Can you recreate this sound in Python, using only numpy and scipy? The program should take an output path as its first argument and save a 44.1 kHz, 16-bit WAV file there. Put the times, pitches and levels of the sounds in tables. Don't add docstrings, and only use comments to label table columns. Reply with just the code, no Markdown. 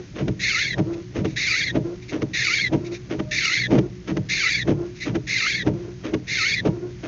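import sys
import numpy as np
from scipy import signal
from scipy.fft import rfft, irfft
from scipy.io import wavfile
from scipy.ndimage import uniform_filter1d, map_coordinates

SR = 44100
rng = np.random.default_rng(int(sys.argv[2]) if len(sys.argv) > 2 else 0)


def generate_wav(sig):
    pcm = np.round(np.clip(np.atleast_2d(sig).T, -1, 1) * 32767).astype(np.int16)
    wavfile.write(sys.argv[1], SR, pcm)


N = 311787
TIME = np.arange(N) / SR

# start/s, length/s, level/dB, time to grip/s, roughness/0-1
UPSTROKES = [(0.392, 0.35, -1.5, 0.014, 0.79), (1.359, 0.35, -1.8, 0.0074, 0.81),
             (2.332, 0.35, -1, 0.007, 0.88), (3.309, 0.36, -1.27, 0.0044, 0.87),
             (4.287, 0.342, -1.14, 0.0062, 0.9), (5.267, 0.36, -1.86, 0.015, 0.89),
             (6.268, 0.335, -1.47, 0.03, 0.77)]
# t/s, body/dB, boom/dB, length/s
FLIPS = [(0.78, -16, -12.5, 0.026), (1.749, -14.5, -16.5, 0.034), (2.726, -14, -14, 0.032),
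         (3.707, -10.5, -19, 0.05), (3.742, -16, -18, 0.051), (4.674, -14, -17.5, 0.057),
         (5.665, -11.5, -16, 0.028), (6.652, -14, -12, 0.039)]
# t/s, body/dB, boom/dB, length/s
KNOCKS = [(0.28, -21.5, -18, 0.015), (1.248, -19.5, -21, 0.016), (2.221, -18.5, -23, 0.011),
          (3.195, -20, -23.5, 0.014), (3.783, -16, -18.5, 0.015), (4.169, -19, -20.5, 0.014),
          (5.148, -18, -26, 0.023), (6.138, -15.5, -28, 0.016)]
# multiple, level/dB
LIP_PARTIALS = [(1, 6.5), (2, -0.5), (3, -18.5)]
# multiple, level/dB
GROAN_PARTIALS = [(1, 3.5), (2, -22), (3, -26.5), (4, -26.5)]
# f/Hz, level/dB
RASP_SPECTRUM = [(500, -28.5), (1000, -25), (1450, -12), (1800, 1), (2300, 8), (2750, 1), (3150, -13),
                 (3700, 3.5), (4400, -3.5), (5300, -3.5), (6500, -2), (7200, -19), (8000, -56)]
# f/Hz, level/dB
DRAG_SPECTRUM = [(60, -20.5), (130, -5.5), (230, -9), (310, 2.5), (400, 0.5), (520, -8), (630, -10.5),
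                 (800, -20.5), (1100, -22), (1600, -28.5), (3000, -61)]


def squeal():
    # multiple, level/dB
    slack_partials = [(1, 10), (2, 12), (3, -18), (4, -31.5)]
    out, t = np.zeros(N), np.arange(2 * SR // 5) / SR
    for start, length, stroke_db, grip_s, roughness in UPSTROKES:
        progress = t / length + 0.01183 * drift(12, len(t))
        taut_hz, slack_hz, taut_db, slack_db, rasp_db, rough_share = blade_travel(progress)
        rough = roughness * rough_share
        middle = stick_slip(taut_hz, LIP_PARTIALS, spread=0.055 * rough, wander_rate=55,
                            jitter=0.0256 * rough, jitter_rate=600, flutter_db=1.5, count=1)
        tips = stick_slip(taut_hz, LIP_PARTIALS, spread=0.15 * rough, wander_rate=40,
                          jitter=0.02 * rough, jitter_rate=810, flutter_db=6.5, count=5)
        taut = rms_one(middle + from_db(2) * tips)
        slack = stick_slip(slack_hz, slack_partials, spread=0.045 * rough, wander_rate=45,
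                           jitter=0.0338 * rough, jitter_rate=700, flutter_db=2.5, count=2)
        rasp = rms_one(colour(grains(9000, 0.79, len(t)), RASP_SPECTRUM))
        drag = from_db(-45) * rms_one(colour(rng.standard_normal(len(t)), DRAG_SPECTRUM))
        chatter = from_db(0.82 * drift(160.4, len(t)))
        grip = gate(t, length, attack_s=grip_s, release_s=0.0047)
        friction = from_db(taut_db) * taut + from_db(slack_db) * slack + from_db(rasp_db) * rasp
        add(out, start, from_db(stroke_db) * grip * (chatter * friction + drag))
    return out


def blade_travel(progress):
    # progress/0-1, f/Hz
    lip_pitch = [(0, 1820), (.15, 2184), (.26, 2077), (.39, 2270), (.52, 2037), (.68, 2223), (.83, 2200),
                 (.93, 2020), (1, 1860)]
    # centre/share of stroke, half width/share of stroke, drop/Hz, gain/dB
    sags = [(.47, .26, 620, 7), (0.764, .075, 247.6, 9.5), (.95, 0.068, 30.2, 1)]
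    slowness = 1 - np.sin(np.pi * np.clip(progress, 0, 1))
    press = np.cos(2 * np.pi * 6.5 * (progress - 0.485))
    sag_hz = sum(drop * arch(progress, at, width) ** 1.5 for at, width, drop, _ in sags)
    sag_db = sum(db * np.sqrt(arch(progress, at, width)) for at, width, _, db in sags)
    dip_db = 3 * arch(progress, 0.87, 0.033)
    taut_hz = np.interp(progress, *np.transpose(lip_pitch))
    slack_hz = 1903 * (1 - 0.13 * slowness ** 2) - sag_hz
    taut_db = -21.5 - 5 * slowness + 2 * (progress - 0.5) + 0.5 * press - dip_db
    slack_db = -37 + sag_db - 0.5 * press - dip_db
    late_fade = np.maximum(progress - 0.68, 0) / (1 - 0.68)
    rasp_db = -25.5 + 0.5 * slowness - 14.5 * late_fade
    rough_share = (1 - 0.301 * slowness) * (1 - 0.1992 * press)
    return taut_hz, slack_hz, taut_db, slack_db, rasp_db, rough_share


def stick_slip(hz, partials, spread, wander_rate, jitter, jitter_rate, flutter_db, count):
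    size, out = len(hz), 0
    for k in range(count):
        wander = spread * (k + 1) / count * drift(wander_rate, size)
        own_hz = hz * (1 + wander + jitter * drift(jitter_rate, size))
        cycles = np.cumsum(own_hz) / SR
        pressure = from_db(flutter_db * drift(111.9, size))
        for multiple, db in partials:
            gain = from_db(db + 3 * np.log(multiple) * drift(80, size))
            out = out + pressure * gain * np.sin(2 * np.pi * (multiple * cycles + rng.random()))
    return rms_one(out)


def catches():
    # t/s, length/s, level/dB
    dry_patches = [(0.94, 0.032, -45.5), (1.296, 0.13, -47), (2.036, 0.05, -49), (2.1, 0.042, -38),
                   (2.869, 0.053, -42.5), (2.944, 0.077, -40), (4.979, 0.072, -45), (5.021, 0.046, -35),
                   (5.051, 0.064, -37)]
    contact = sum(from_db(db) * swell(s, length) for s, length, db in dry_patches)
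    rasp = rms_one(colour(grains(6300, 2.3), RASP_SPECTRUM)) * from_db(2 * drift(120))
    squeak = tone(2080 * (1 + 0.072 * drift(390)), LIP_PARTIALS[:2])
    return contact * (rasp + from_db(-2.5) * (contact / contact.max()) ** 2 * squeak)


def flips():
    return blows(FLIPS, body_db=-2, boom_db=-3.5, clack_db=-24.5, tick_db=-35, rise_s=0.0057,
                 boom_lag_s=0.007, contacts_per_s=800, quiver=0.37, lean=0.32)


def scuffs():
    # t/s, body/dB, boom/dB, length/s
    stops = [(0.158, -31.5, -38, 0.02), (0.181, -23, -18.5, 0.056), (1.154, -21, -20, 0.062),
             (2.122, -20, -31, 0.061), (3.103, -21, -34, 0.054), (4.077, -21, -21.5, 0.051),
             (5.058, -19.5, -23.5, 0.058), (6.041, -23.5, -43, 0.068), (7.033, -27, -48, 0.068)]
    return blows(stops, body_db=-2, boom_db=0, clack_db=-33.5, tick_db=-35.5, rise_s=0.0068,
                 boom_lag_s=0.021, contacts_per_s=870, quiver=0.12, lean=0.17)


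def knocks():
    return blows(KNOCKS, body_db=-1, boom_db=-2, clack_db=-30.5, tick_db=-32.5, rise_s=0.004,
                 boom_lag_s=0.008, contacts_per_s=1100, quiver=0.18, lean=0.26)


def blows(hits, body_db, boom_db, clack_db, tick_db, rise_s, boom_lag_s, contacts_per_s, quiver, lean):
    # f/Hz, level/dB, t60/s
    cowl_modes = [(66.5, -18.5, 0.22), (111.7, 0.5, 0.3), (146, 3.5, 0.26), (190.6, 2, .16),
                  (253, -4.5, 0.14), (310.9, 2.5, 0.095), (326.6, 1.5, 0.09), (421.6, -3.5, 0.096),
                  (500, 4, 0.031), (607.7, 2, 0.081), (670, -1, 0.0097), (880, -12, 0.03),
                  (948, -10.5, 0.12)]
    # f/Hz, level/dB
    tick_spectrum = [(700, -13.5), (1200, 6), (2300, 4), (3200, 0), (4500, -9.5), (6500, -7), (7600, -42.5)]
    out, t = np.zeros(N), np.arange(-SR // 20, SR // 4) / SR
    usual_db = np.median([hit[1] for hit in hits])
    for s, body, boom, length in hits:
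        accent_db = body - usual_db
        release = np.exp(-(np.maximum(t, 0) / length) ** 3)
        push = release * (1 + np.tanh(t / rise_s)) / 2
        tremble = np.where(t < 0, lean * np.exp(t / 0.024), quiver * np.exp(-t / 0.051))
        shudder = push + tremble
        bands = [(0, 220, boom + boom_db, boom_lag_s),
                 (220, 480, body + body_db, 0),
                 (480, SR, 0.42 * accent_db + clack_db, 0)]
        for low_hz, high_hz, band_db, lag_s in bands:
            ringing = 0
            for hz, db, t60 in cowl_modes:
                if low_hz <= hz < high_hz:
                    contacts = shudder * grains(contacts_per_s, 1.9, len(t))
                    ringing = ringing + from_db(db) * rms_one(ring(contacts, hz, t60))
            add(out, s + t[0] + lag_s, from_db(band_db) * loudest_one(ringing))
        bite = push * release
        ticks = colour((bite + 0.14 * tremble) * grains(2500, 3.2, len(t)), tick_spectrum)
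        add(out, s + t[0], from_db(0.48 * accent_db + tick_db) * loudest_one(ticks))
    return signal.sosfilt(signal.butter(2, 62, "high", fs=SR, output="sos"), out)


def groan():
    # start/s, length/s, f/Hz, level/dB
    groans = [(-0.12, 0.14, 360.5, -41), (0.84, 0.15, 334.3, -31), (1.829, 0.089, 345, -30.5),
              (2.806, 0.13, 345.4, -31.5), (3.813, 0.043, 353.5, -32), (4.746, .12, 348, -33),
              (5.712, 0.18, 347, -34.5), (6.709, 0.18, 350, -34.5)]
    rise_hz_per_s = 50
    out, t = np.zeros(N), np.arange(2 * SR // 5) / SR
    for start, length, hz, db in groans:
        pitch = (hz + rise_hz_per_s * (t - length / 2)) * (1 + 0.02 * drift(130, len(t)))
        shudder = from_db(-2.5 + 1.2 * drift(75, len(t))) * tone(pitch, GROAN_PARTIALS)
        drag = from_db(-5.5) * rms_one(colour(grains(2500, 1.6, len(t)), DRAG_SPECTRUM))
        contact = gate(t, length, attack_s=0.018, release_s=0.022)
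        level = from_db(db + 3 * drift(27.5, len(t)))
        add(out, start, (level * contact * (shudder + drag))[start + t >= 0])
    return out


def singing_arm():
    pitch_hz = 615 * (1 + 0.0033 * drift(27))
    return from_db(-45) * swell(3.3, length=0.14) * tone(pitch_hz, GROAN_PARTIALS)


def motor():
    # multiple, level/dB
    hum_partials = [(1, -9.5), (2, 2), (3, -1.5)]
    turns_per_s = 61.57 * (1 + 0.01164 * drift(9))
    hum = tone(turns_per_s, hum_partials) * from_db(-7 + 2 * drift(18))
    low_band = signal.butter(2, [85, 190], "band", fs=SR, output="sos")
    shaking = from_db(-5) * rms_one(signal.sosfilt(low_band, rng.standard_normal(N)))
    return motor_load() * (hum + shaking)


def motor_load():
    at_flips = sum(strain(s + 0.042, rise_s=0.078, fall_s=0.039) for s, *_ in FLIPS)
    at_knocks = sum(strain(s, rise_s=0.03, fall_s=0.11) for s, *_ in KNOCKS)
    relief_db = 11 * sum(swell(start + length / 2, 0.17) for start, length, *_ in UPSTROKES)
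    return from_db(-relief_db) * (from_db(-41) + from_db(-29.5) * at_flips + from_db(-39) * at_knocks)


def gear_whine():
    downstroke = sum(swell(start + 0.59, length=0.46) for start, *_ in UPSTROKES)
    pitch_hz = 363 * (1 + 0.0066 * drift(6.4))
    return from_db(-47.5) * downstroke * tone(pitch_hz, GROAN_PARTIALS[:1])


def cabin_rumble():
    # f/Hz, level/dB
    rumble_spectrum = [(20, -25.5), (32, -6), (52, 5), (80, -1.5), (115, 8.5), (160, -1), (230, -7.5),
                       (310, -1.5), (420, -15.5), (600, -20), (800, -27), (1200, -29.5), (2500, -60.5)]
    return from_db(-42.5) * rms_one(colour(rng.standard_normal(N), rumble_spectrum))


def rain():
    # f/Hz, level/dB
    rain_spectrum = [(500, -6), (1000, -2), (2000, 5.5), (3000, 0), (4500, -1), (6500, 0), (7200, -14.5),
                     (7800, -41)]
    drops = from_db(-61.5) * rms_one(colour(grains(400, 3.7), rain_spectrum))
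    turning = sum(swell(s + 0.082, 0.091) for s, *_ in list(FLIPS) + list(KNOCKS))
    hiss_db = -54 - 1.2 * np.minimum(turning, 1) + drift(19)
    return drops + from_db(hiss_db) * rms_one(colour(rng.standard_normal(N), rain_spectrum))


def drift(rate, size=N):
    steps = np.arange(size) / SR * rate + rng.random()
    return map_coordinates(rng.standard_normal(size // 20 + 8), [steps], order=3, mode="wrap")


def grains(per_s, spread_db, size=N):
    strength = from_db(spread_db * np.minimum(rng.exponential(1, size), 4))
    return strength * rng.choice([-1, 1], size) * (rng.random(size) < per_s / SR)


def tone(hz, partials):
    phase = 2 * np.pi * (np.cumsum(hz) / SR + rng.random())
    return np.sqrt(2) * sum(from_db(db) * np.sin(multiple * phase + 2 * np.pi * rng.random())
                            for multiple, db in partials)


def ring(clicks, hz, t60):
    radius, angle = from_db(-60 / (t60 * SR)), 2 * np.pi * hz / SR
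    feedback = [1, -2 * radius * np.cos(angle), radius * radius]
    return signal.lfilter([0, np.sin(angle)], feedback, clicks + 1e-18)


def colour(x, spectrum):
    hz, db = np.transpose(spectrum)
    grid = np.maximum(np.fft.rfftfreq(8192, 1 / SR), 1)
    gain = from_db(np.interp(np.log(grid), np.log(hz), db))
    cepstrum = irfft(np.log(gain))
    half = len(cepstrum) // 2
    folded = np.r_[cepstrum[0], 2 * cepstrum[1:half], np.zeros(half)]
    return signal.fftconvolve(x, irfft(np.exp(rfft(folded))))[:len(x)]


def gate(t, length, attack_s, release_s):
    return (1 - np.exp(-t / attack_s)) * np.exp(-np.maximum(t - length, 0) / release_s)


def strain(s, rise_s, fall_s):
    return np.exp(-np.maximum((s - TIME) / rise_s, (TIME - s) / fall_s))


def swell(s, length):
    return arch(TIME, s, length / 2)


def arch(x, centre, half_width):
    return np.cos(np.pi / 2 * np.clip((x - centre) / half_width, -1, 1))


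def from_db(db):
    return 10 ** (np.asarray(db) / 20)


def rms_one(x):
    return x / np.sqrt(np.mean(x ** 2) + 1e-20)


def loudest_one(x):
    return x / np.sqrt(uniform_filter1d(x ** 2, size=441).max() + 1e-20)


def add(out, s, sound):
    at = max(round(s * SR), 0)
    out[at:at + len(sound)] += sound[:max(N - at, 0)]


def scene():
    thuds = flips() + scuffs() + knocks()
    rubber = squeal() + catches() + groan()
    mechanism = singing_arm() + motor() + gear_whine()
    return (thuds + rubber + mechanism + cabin_rumble() + rain())[None]


def record(dry):
    cutoff_hz = 7650
    return signal.sosfilt(signal.ellip(10, 0.2, 80, cutoff_hz, fs=SR, output="sos"), dry)


dry = scene()
out = record(dry)
generate_wav(out)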